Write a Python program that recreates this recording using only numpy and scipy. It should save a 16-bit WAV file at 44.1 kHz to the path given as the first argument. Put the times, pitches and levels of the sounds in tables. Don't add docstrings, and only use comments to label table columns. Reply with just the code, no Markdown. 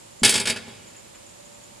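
import sys
import numpy as np
from scipy import signal
from scipy.fft import rfft, irfft
from scipy.io import wavfile

SR = 44100
rng = np.random.default_rng(int(sys.argv[2]) if len(sys.argv) > 2 else 0)


def generate_wav(signal):
    frames = np.transpose(np.atleast_2d(signal))
    scaled = np.clip(frames, -1, 1) * 32767
    pcm = np.round(scaled).astype(np.int16)
    wavfile.write(sys.argv[1], SR, pcm)


N = 79380
T, HZ = np.arange(N) / SR, np.fft.rfftfreq(N, 1 / SR)


def amp(db):
    return 10 ** (np.asarray(db) / 20)


def curve(points, hz):
    f, value = np.transpose(points)
    return np.interp(np.log(hz + 1), np.log(f + 1), value)


def fade(t60_s, t=T):
    return np.exp(-np.log(1000) * t / t60_s)


def add(mix, start_s, sound):
    part = mix[..., round(start_s * SR):][..., :sound.shape[-1]]
    part += sound[..., :part.shape[-1]]


def noise(gain):
    x = irfft(gain * np.exp(2j * np.pi * rng.random(len(HZ))), N)
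    return x / np.sqrt(np.mean(x ** 2) + 1e-20)


def coloured(x, gain_db):
    return irfft(rfft(x) * amp(gain_db), N)


def band_decay(x, t60_table):
    hz, t, bands = signal.stft(x, SR, nperseg=256)
    return signal.istft(bands * fade(curve(t60_table, hz)[:, None], t), SR, nperseg=256)[1][:N]


def ring(modes):
    return sum(amp(db) * fade(t60_s) * np.sin(2 * np.pi * hz * T) for hz, db, t60_s in modes)


def convolve(x, response):
    return signal.fftconvolve(x, response)[:N]


def stereo(mid, side, balance_db):
    return np.array([amp(balance_db / 2) * (mid + side), amp(-balance_db / 2) * (mid - side)])


def puffs(events, centre_hz, sigma_hz, t60_s, rise_s):
    band = np.exp(-.5 * ((HZ - centre_hz) / sigma_hz) ** 2)
    out = np.zeros(N)
    for start_s, db in events:
        add(out, start_s, amp(db) * noise(band) * np.minimum(T / rise_s, 1) * fade(t60_s))
    return out


def hum(waver_depth=.25, waver_hz=3):
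    lines = [(581, -62), (867, -70), (926, -69), (6843, -69), (7106, -69), (7293, -67)]
    swell = [(0, -5), (1.25, -6), (1.42, -1), (1.8, -1)]
    slow = np.exp(-HZ / waver_hz)
    out = np.zeros(N)
    for hz, db in lines:
        level = amp(db) * np.sqrt(2) * (1 + waver_depth * noise(slow))
        out += level * np.sin(2 * np.pi * hz * T + waver_depth * noise(slow))
    return out * amp(np.interp(T, *np.transpose(swell)))


def ambience(level_db=-51, hiss_top_hz=11200, fall_db_per_khz=3.5):
    spectrum = [(15, -65), (25, -37), (37, -6.5), (91, -6.5), (113, 1.5), (143, -4.5), (242, -2),
                (299, -10), (324, -2.5), (433, -11), (565, -5), (611, -12), (958, -10.5), (1540, -15),
                (2540, -12.5), (6080, -15.5), (7130, -10), (13800, -24.5)]
    width = [(60, -5), (130, -2), (290, -2), (640, 10.5), (1410, 1), (3100, -2), (6820, 0.5), (15000, -5.5)]
    spectrum_db = curve(spectrum, HZ) - fall_db_per_khz * np.maximum(HZ - hiss_top_hz, 0) / 1000
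    mid, side = (amp(level_db) * noise(amp(spectrum_db)) for _ in range(2))
    return stereo(mid + hum(), coloured(side, curve(width, HZ)), balance_db=-2.5)


def ticks():
    events = [(0.1945, -43), (0.6837, -63), (0.7076, -56.5), (0.8698, -44.5), (0.8765, -54), (0.897, -50.5),
              (0.9631, -43.5), (0.983, -44), (0.990, -53), (1.1501, -47.5), (1.2434, -57), (1.2639, -45.5),
              (1.2918, -46), (1.4504, -45), (1.5432, -48), (1.6365, -44.5)]
    return puffs(events, centre_hz=7140, sigma_hz=260, t60_s=.094, rise_s=.0024)


def scuffs():
    events = [(0.9441, -50), (1.055, -53), (1.1416, -48.5)]
    return puffs(events, centre_hz=2300, sigma_hz=800, t60_s=.12, rise_s=.006)


def open_field(x, scatter_db=-15, balance_db=-.5):
    wash_gain = [(50, -21), (115, -11.5), (250, -16), (600, -15.5), (1500, -21.5), (3000, -24.5),
                 (6000, -26), (12000, -38)]
    wash_decay = [(100, 1.5), (500, 1.3), (3000, 1.4), (10000, .8)]
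    delay_s, rise_s, side_db = .03, .06, -8
    scatter = rng.standard_normal(N) * fade(t60_s=.032)
    out = stereo(x, amp(scatter_db) * convolve(x, scatter / np.linalg.norm(scatter)), balance_db)
    tails = [band_decay(rng.standard_normal(N), wash_decay) * (1 - np.exp(-T / rise_s)) for _ in range(2)]
    returned = coloured(x, curve(wash_gain, HZ))
    mid, side = (convolve(returned, tail / np.linalg.norm(tail)) for tail in tails)
    add(out, delay_s, stereo(mid, amp(side_db) * side, balance_db))
    return out


def ground_thud(rise_s=.0016):
    landings = [(0.219, -17.5), (0.242, -33)]
    modes = [(220, 0, .085), (56, -13, .08)]
    thud = ring(modes) * (1 - np.exp(-T / rise_s))
    out = np.zeros(N)
    for start_s, db in landings:
        add(out, start_s, amp(db) * thud)
    return out


def contact(rattle_per_s=800, rattle_tau_s=.0034, rattle_db=-6):
    force = amp(rattle_db) * rng.standard_normal(N) * (rng.random(N) < rattle_per_s / SR)
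    force *= np.exp(-T / rattle_tau_s)
    force[0] = 1
    return force / np.linalg.norm(force)


def plank(knocks, low_cut_hz=90.5):
    modes = [(100.4, -13, 0.74), (125.7, -7.5, 0.27), (194.6, -11.5, 0.18), (231.6, 1, 0.17),
             (261.7, -4.5, 0.12), (356.6, -13, .12), (400.5, 0, 0.13), (494, -8, 0.14), (528, -24, 0.14),
             (634.6, -12.5, 0.13), (825.3, -7.5, 0.12), (856, -4, 0.15), (968, -8.5, 0.17),
             (1059, -17.5, 0.44)]
    highpass = signal.butter(4, low_cut_hz, "high", fs=SR, output="sos")
    return convolve(knocks, signal.sosfilt(highpass, ring(modes)))


def seesaw():
    blows = [(0.2323, -10.5, -1, -25), (0.2469, -9, 3.5, -29.5), (0.2554, -17, -4.6, -30),
             (0.277, -17, -2.5, -43), (0.292, -13.5, 5, -31), (0.308, -21, 1.5, -44),
             (0.323, -21, -3.5, -42.5), (0.3388, -16.5, 0, -34), (0.354, -16, 0.5, -31.5),
             (0.377, -21.5, -2.5, -38), (0.3977, -21, 1.8, -34.5), (0.413, -31.5, -8.5, -35),
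             (0.4541, -22, -3.5, -53), (0.4709, -17.5, -2, -37), (0.486, -24, 1, -38),
             (0.4971, -17.5, -2, -33), (0.51, -33, -9, -37), (0.560, -31.5, -7, -42),
             (0.57, -35, -5, -53.5), (0.6804, -50.5, 4, -44)]
    frame_modes = [(1400, -7, .13), (1728, -6, .15), (2169, -5, .15), (2319, -2, .17), (2425, -4, .18),
                   (2592, -1, .15), (2918, -3, .15), (3080, -4, .15), (3257, -3, .18), (3661, -3, .17),
                   (3792, -1, .2), (4568, 1, .14), (4690, -3, .18), (4895, 1, .21), (7003, -2, .12),
                   (7435, -4, .14), (7615, -3, .14), (8297, -5, .2), (9018, 1.5, .26), (9066, -2, .24),
                   (9665, -5, .14)]
    clatter_spectrum = [(100, -20), (450, -8), (720, -11), (1150, -13), (1550, -1.5), (2700, -1), (3700, 1),
                        (4700, 2), (5600, -2.5), (7200, -1.5), (9700, -2.5), (11200, -11), (13000, -23),
                        (16000, -45)]
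    clatter_decay = [(300, 0.14), (2500, 0.17), (6000, 0.099), (13000, 0.14)]
    frame_db, clatter_db, snap_db = -16, -2.5, -2
    rise_s, ripple_db, ripple_hz = .0017, 3, 39.95
    rise = 1 - np.exp(-T / rise_s)
    ripple = np.interp(HZ / ripple_hz, np.arange(len(HZ)), rng.standard_normal(len(HZ)))
    colour = amp(curve(clatter_spectrum, HZ) + ripple_db * ripple)
    octaves = np.log2(np.clip(HZ, 1500, 11000) / 4000)
    mode_hz, mode_db, mode_t60_s = np.transpose(frame_modes)
    t = T[:SR // 2]
    modes = fade(mode_t60_s[:, None], t) * np.exp(2j * np.pi * mode_hz[:, None] * t) * rise[:len(t)]
    contacts, snaps, rings, knocks = np.zeros((4, N))
    for start_s, metal_db, tilt_db_per_oct, wood_db in blows:
        force = np.zeros(N)
        add(force, start_s, amp(metal_db) * contact())
        tilt_db = tilt_db_per_oct * octaves
        contacts += coloured(force, tilt_db)
        add(snaps, start_s, amp(metal_db + snap_db) * noise(colour) * rise * fade(t60_s=.069))
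        gains = amp(metal_db + frame_db + mode_db + np.interp(mode_hz, HZ, tilt_db))
        phasors = gains * np.exp(2j * np.pi * rng.random(len(gains)))
        add(rings, start_s, (phasors @ modes).real)
        add(knocks, start_s, amp([wood_db]))
    clatter_response = amp(clatter_db) * band_decay(noise(colour), clatter_decay) * rise
    return convolve(contacts, clatter_response) + snaps + rings + plank(knocks)


def scene():
    return ticks() + scuffs() + open_field(seesaw() + ground_thud()) + ambience()


def record(dry):
    lowpass = signal.firwin(511, 15600, window=("kaiser", 9), fs=SR)
    return signal.oaconvolve(np.clip(dry, -1, 1), lowpass[None], "same")


dry = scene()
out = record(dry)
generate_wav(out)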